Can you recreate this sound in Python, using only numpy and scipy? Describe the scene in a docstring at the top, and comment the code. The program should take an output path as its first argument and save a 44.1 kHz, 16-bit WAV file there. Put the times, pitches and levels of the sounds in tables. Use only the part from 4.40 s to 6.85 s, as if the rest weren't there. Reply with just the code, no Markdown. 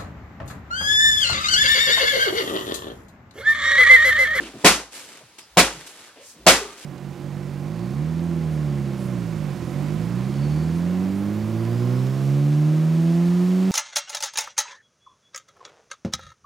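"""Three hard cloth slaps over dull thuds: a bat comes down on clothes heaped on a bed in a small bare room.
Each slap is a pulse convolved with diffuse reflections; the thud and crushed cloth are shaped noise,
and decaying sines give the push into the mattress and the modes that hum on.
Between blows the cloth rustles and swishes as grained or banded noise, and the bed bumps softly.
A faint hiss lies beneath; the loudest peaks saturate the microphone."""
import sys
import numpy as np
from scipy import signal
from scipy.fft import rfft, irfft, next_fast_len
from scipy.io import wavfile
from scipy.ndimage import uniform_filter1d

SR = 44100
rng = np.random.default_rng(int(sys.argv[2]) if len(sys.argv) > 2 else 0)


def int16_out(signal):
    """Quantize to a 16-bit WAV file."""
    q = np.round(np.clip(np.atleast_2d(signal).T, -1, 1) * 32767)
    wavfile.write(sys.argv[1], SR, q.astype(np.int16))


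N = 108045
T = np.arange(SR) / SR  # time axis of one event [s]
TOP_HZ = 15850  # upper band limit


def amp(db):
    """Level as gain: 20 dB is a factor of ten in amplitude."""
    return 10 ** (np.asarray(db) / 20)


def unit(x):
    """Normalization to an rms of 1."""
    return x / np.sqrt(np.mean(x ** 2) + 1e-20)


def along(points, hz):
    """Linear interpolation of (frequency [Hz], value) points on a logarithmic frequency axis."""
    f, v = np.transpose(points)
    return np.interp(np.log(hz + 1), np.log(f + 1), v)


def filtered(x, response):
    """Linear filtering: the spectrum multiplied by a frequency response."""
    n = x.shape[-1]
    m = next_fast_len(n + SR // 4)  # padding against wrap-around
    return irfft(rfft(x, m) * response(np.fft.rfftfreq(m, 1 / SR)), m)[..., :n]


def add(track, s, x):
    """Superposition: x is summed into the track from time s."""
    i = max(0, round(s * SR))
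    track[:, i:i + x.shape[-1]] += x[..., :max(0, N - i)]


def band(hz, octaves):
    """Bell-shaped band response around hz, symmetric in octaves."""
    return lambda f: 1 / (1 + (np.log2((f + 1) / hz) / octaves) ** 2 / 2) ** 2


def spectrum(points):
    """Frequency response through (frequency [Hz], level [dB]) points."""
    return lambda f: amp(along(points, f))


def tilt(hz, db):
    """Spectral slope in dB per octave, flattening at the lowest frequencies."""
    return amp(db * np.log2((hz + 100) / 1000))


def envelope(t, rise, hold, t60):
    """Linear rise, hold, then exponential decay by 60 dB in t60."""
    return np.clip(t / rise, 0, 1) * amp(-60 * np.maximum(t - rise - hold, 0) / t60)


def mode(t, hz, t60, rise):
    """Damped resonance: a sine of random phase that swells and decays exponentially."""
    swell = 1 - np.exp(-t / rise)
    return swell * amp(-60 * t / t60) * np.sin(2 * np.pi * (hz * t + rng.random()))


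def grain(n, db, size):
    """Amplitude modulation by smoothed noise, db deep (rms)."""
    return amp(db * unit(uniform_filter1d(rng.standard_normal(n), size)))


def diffuse(n, response):
    """Diffuse field: coloured noise whose left-right correlation varies with frequency; rms 1."""
    # correlation of the two channels: (frequency [Hz], likeness [1], limited to -1..1 below)
    alike = [(100, 0.99), (700, .95), (1300, 0.82), (2300, 0.6), (3500, 0.47), (5000, 0.04), (6500, -0.38),
             (9000, -1.1), (14000, 0.23)]

    def mid_side(f):
        turn = np.arccos(np.clip(along(alike, f), -1, 1)) / 2
        return response(f) * np.array([np.cos(turn), np.sin(turn)])

    mid, side = filtered(rng.standard_normal((2, n)), mid_side)
    return unit(np.array([mid + side, mid - side]))


def blows():
    """Impact: air is pressed out, then the blow excites cloth, mattress and room at once."""
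    # the three blows: (time [s], slap level [dB], slap tilt [dB/octave], thud level [dB],
    # thud pitch [Hz], thud width [octaves], ring level [dB], air squeeze level [dB])
    strokes = [(0.2464, 25.5, -1, -13.5, 365, 0.46, 0, -17), (1.1714, 23, -1.5, -13.5, 507, 1, 1.5, -25),
               (2.066, 26, -1, -10, 660, 0.23, 2, -20)]
    out = np.zeros((2, N))
    squeeze_s = 0.00702  # the air starts this long before the blow lands
    for s, slap_db, tilt_db, thud_db, thud_hz, width, ring_db, squeeze_db in strokes:
        impact = slap(slap_db, tilt_db) + crush() + thud(thud_db, thud_hz, width)
        add(out, s, impact + push() + ring(ring_db) + boom())
        add(out, s - squeeze_s, squeeze(squeeze_db, squeeze_s))
    return out


def slap(db, tilt_db):
    """Convolution: the room's impulse response excited by the cloth's short pulse."""
    # spectrum of the cloth slap: (frequency [Hz], level [dB])
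    slap_points = [(30, -23), (90, -11.5), (170, -5), (300, 3.5), (600, -0.5), (1200, 5.5), (2500, 7.5),
                   (4000, 4), (7000, 4), (10000, -1), (13000, -8.5), (15500, -41)]
    pulse = click(slap_points, tilt_db)
    return amp(db) * signal.fftconvolve(room(T), pulse[None], axes=1)[:, :SR]


def click(points, tilt_db, size=2048):
    """Minimum phase: the folded cepstrum gives the most compact causal pulse of a spectrum."""
    hz = np.fft.rfftfreq(size, 1 / SR)
    cepstrum = irfft(np.log(amp(along(points, hz)) * tilt(hz, tilt_db)))
    cepstrum[1:size // 2] *= 2
    cepstrum[size // 2 + 1:] = 0
    return irfft(np.exp(rfft(cepstrum)))


def room(t):
    """Reverberation: direct sound, then dense reflections that build up and decay band by band."""
    # reverberation time: (frequency [Hz], t60 [s])
    room_t60 = [(60, .35), (200, 0.32), (700, 0.37), (2000, 0.27), (6000, 0.32), (14000, 0.26)]
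    hold_s, build_s = 0.022, 0.042  # build_s: time for a rise of 1 in gain
    first, direct = 0.49, 0.08  # gain of the first reflections, direct pulse
    hz, s, z = signal.stft(diffuse(len(t), np.ones_like), SR, nperseg=256)
    fade = amp(-60 * np.maximum(s - hold_s, 0) / along(room_t60, hz)[:, None])
    tail = signal.istft(z * fade, SR)[1][:, :len(t)]
    tail *= np.minimum(first + t / build_s, 1)
    tail /= np.linalg.norm(tail[0])
    tail[:, 0] += direct
    return tail


def crush():
    """Friction: the pile of cloth crushed under the bat crackles as modulated bright noise."""
    # spectrum of the crushed cloth: (frequency [Hz], level [dB])
    crush_points = [(60, -8), (110, -9.5), (300, 4), (800, 1.5), (1500, 0.5), (2700, 0), (5000, 0),
                    (10000, -9), (15500, -17)]
    crackle = unit(grain(SR, 2, size=50) * diffuse(SR, spectrum(crush_points)))
    return amp(-12) * envelope(T, rise=0.0097, hold=0.024, t60=0.084) * crackle


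def thud(db, hz, width):
    """Heavily damped body: a low band of noise with an abrupt onset and short decay."""
    return amp(db) * diffuse(SR, band(hz, width)) * envelope(T, 0.0003, hold=0.011, t60=0.12)


def push():
    """Damped resonance of the mattress as it gives way."""
    return amp(-12.5) * mode(T, hz=176, t60=0.19, rise=0.0011)


def ring(db):
    """Modal superposition: the blow sets resonances of bed and room ringing."""
    # modes: (frequency [Hz], level before a small random spread [dB], t60 [s], rise time constant [s])
    resonances = [(177.9, -23, 0.2, 0.0092), (199, -23.5, 0.23, 0.0073), (342, -19.5, 0.23, 0.0023),
                  (458.5, -23, 0.2, 0.0055), (536.7, -17.5, 0.29, 0.0072), (714, -11.5, 0.15, 0.0041),
                  (1061, -17.5, 0.22, 0.0027), (1280, -22, 0.22, .01), (1959, -24, 0.35, 0.0049)]
    total = 0
    for hz, mode_db, t60, rise in resonances:
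        level_db = db + mode_db + rng.normal(0, 0.6)
        total = total + amp(level_db) * mode(T, hz, t60, rise)
    return total


def boom():
    """Lowest room mode: a standing wave that swells and decays."""
    return amp(-20) * lowest_mode()


def lowest_mode():
    """Eigenfrequency of the room, at full amplitude before swell and decay."""
    return mode(T, hz=54.4, t60=0.4, rise=0.03)


def squeeze(db, rise_s):
    """Turbulence: air pressed out swells as low-passed noise until the blow lands."""
    air = diffuse(SR, lambda f: 1 / (1 + (f / 1030) ** 10))  # upper edge [Hz]
    return amp(db) * envelope(T, rise_s, 0, t60=0.0072) * air


def rustles():
    """Sliding friction: dragged and shifted cloth gives short, finely grained noise."""
    # strokes: (time [s], level [dB], rise [s], hold [s], t60 [s], tilt [dB/octave])
    drags = [(0, -39, 0.0067, 0.03, 0.8, -2), (0.165, -42.5, 0.058, 0.012, 0.41, -1),
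             (0.509, -37.5, 0.034, 0.02, 0.79, 1.16), (0.668, -47, 0.018, 0.089, 0.33, -1),
             (0.982, -40, .005, 0.007, 0.14, 1), (1.3, -43.5, 0.025, 0.095, 0.97, -0.5),
             (1.462, -41, .004, 0.0089, 0.39, 2.5), (1.517, -47, .06, 0.098, 0.22, 0),
             (2.2, -43, 0.042, 0.091, 0.39, -1.5), (2.362, -43.5, 0.021, 0.072, .5, .5)]
    # spectrum of sliding cloth: (frequency [Hz], level [dB])
    cloth_points = [(40, -35), (150, -9.5), (300, 2), (800, -2.5), (2500, -1), (4500, -3.5), (8000, -4.5),
                    (11500, -12), (15000, -27)]
    out = np.zeros((2, N))
    for s, db, rise, hold, t60, tilt_db in drags:
        cloth = diffuse(SR, lambda f: spectrum(cloth_points)(f) * tilt(f, tilt_db))
        texture = unit(grain(SR, 2, size=120) * cloth)
        add(out, s, amp(db) * envelope(T, rise, hold, t60) * texture)
    return out


def noise_bursts(events):
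    """Band-limited noise under an envelope, one burst for each event."""
    out = np.zeros((2, N))
    for s, db, hz, width, rise, hold, t60 in events:
        add(out, s, amp(db) * envelope(T, rise, hold, t60) * diffuse(SR, band(hz, width)))
    return out


def swishes():
    """Fabric friction in a limited band: brief bright swishes."""
    # swishes: (time [s], level [dB], centre [Hz], width [octaves], rise [s], hold [s], t60 [s])
    strokes = [(0.015, -44.5, 2800, 0.45, .02, 0.041, 0.11), (1.0, -53, 5060, 0.18, .015, 0.027, .15),
               (1.66, -54, 1480, 0.28, .03, 0.025, 0.12), (1.755, -55, 2390, 0.74, .005, 0.083, .15),
               (1.792, -46, 6600, 0.63, .08, 0.037, 0.24)]
    return noise_bursts(strokes)


def bumps():
    """Damped structures: bed and floor answer in low bumps and narrow-band creaks."""
    # bumps: (time [s], level [dB], centre [Hz], width [octaves], rise [s], hold [s], t60 [s])
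    knocks = [(0, -31.5, 278, 0.45, 0.00075, 0.012, 0.26), (.139, -39.5, 224, 1, 0.0016, .025, 0.27),
              (.805, -49, 454, 0.89, .004, 0.0085, 0.13), (.82, -51.5, 132, .3, .01, .015, .12),
              (1.32, -48, 158, 0.23, .015, 0.041, .25), (1.755, -49, 435, 0.9, 0.009, 0.013, 0.2),
              (1.79, -50.5, 520, 0.23, 0.0064, 0.032, .15), (1.93, -50.5, 247, 0.93, 0.055, 0.06, .15),
              (2.21, -37.5, 405, 0.13, 0.0065, .025, 0.3), (2.25, -44.5, 1200, 0.12, 0.0049, 0.035, 0.27)]
    return noise_bursts(knocks)


def low_swells():
    """Modal excitation: a bump or the air pushed by the swing makes the lowest room mode swell."""
    # low swells of the lowest room mode: (time [s], level [dB])
    swells = [(0, -35), (1.1, -44), (1.989, -37)]
    out = np.zeros((2, N))
    for s, db in swells:
        add(out, s, amp(db) * lowest_mode())
    return out


def hiss():
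    """Stationary noise: the room's steady diffuse background."""
    # background spectrum: (frequency [Hz], level [dB])
    floor_points = [(25, -14), (60, -4.5), (300, -5), (1000, -4), (5000, -7), (11000, -15.5), (15000, -31)]
    return amp(-54) * diffuse(N, spectrum(floor_points))


def scene():
    """Superposition of all sources, placed slightly left by an interchannel time difference."""
    mix = blows() + rustles() + swishes() + bumps() + low_swells() + hiss()
    lead_s = 0.00003  # left ahead of right
    sides = np.array([[1], [-1]])
    return filtered(mix, lambda f: np.exp(1j * np.pi * f * lead_s * sides) * (f < TOP_HZ))


def record(dry):
    """Nonlinear transduction: a low cut, soft saturation of the loudest peaks, then the band limit."""
    low_cut_hz = 65
    dry = signal.sosfilt(signal.butter(2, low_cut_hz, "high", fs=SR, output="sos"), dry)
    ceiling, knee = 0.98, 3.6  # limit in amplitude, sharpness of the bend
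    clipped = dry / (1 + np.abs(dry / ceiling) ** knee) ** (1 / knee)
    return filtered(clipped, lambda f: f < TOP_HZ)


dry = scene()
out = record(dry)
int16_out(out)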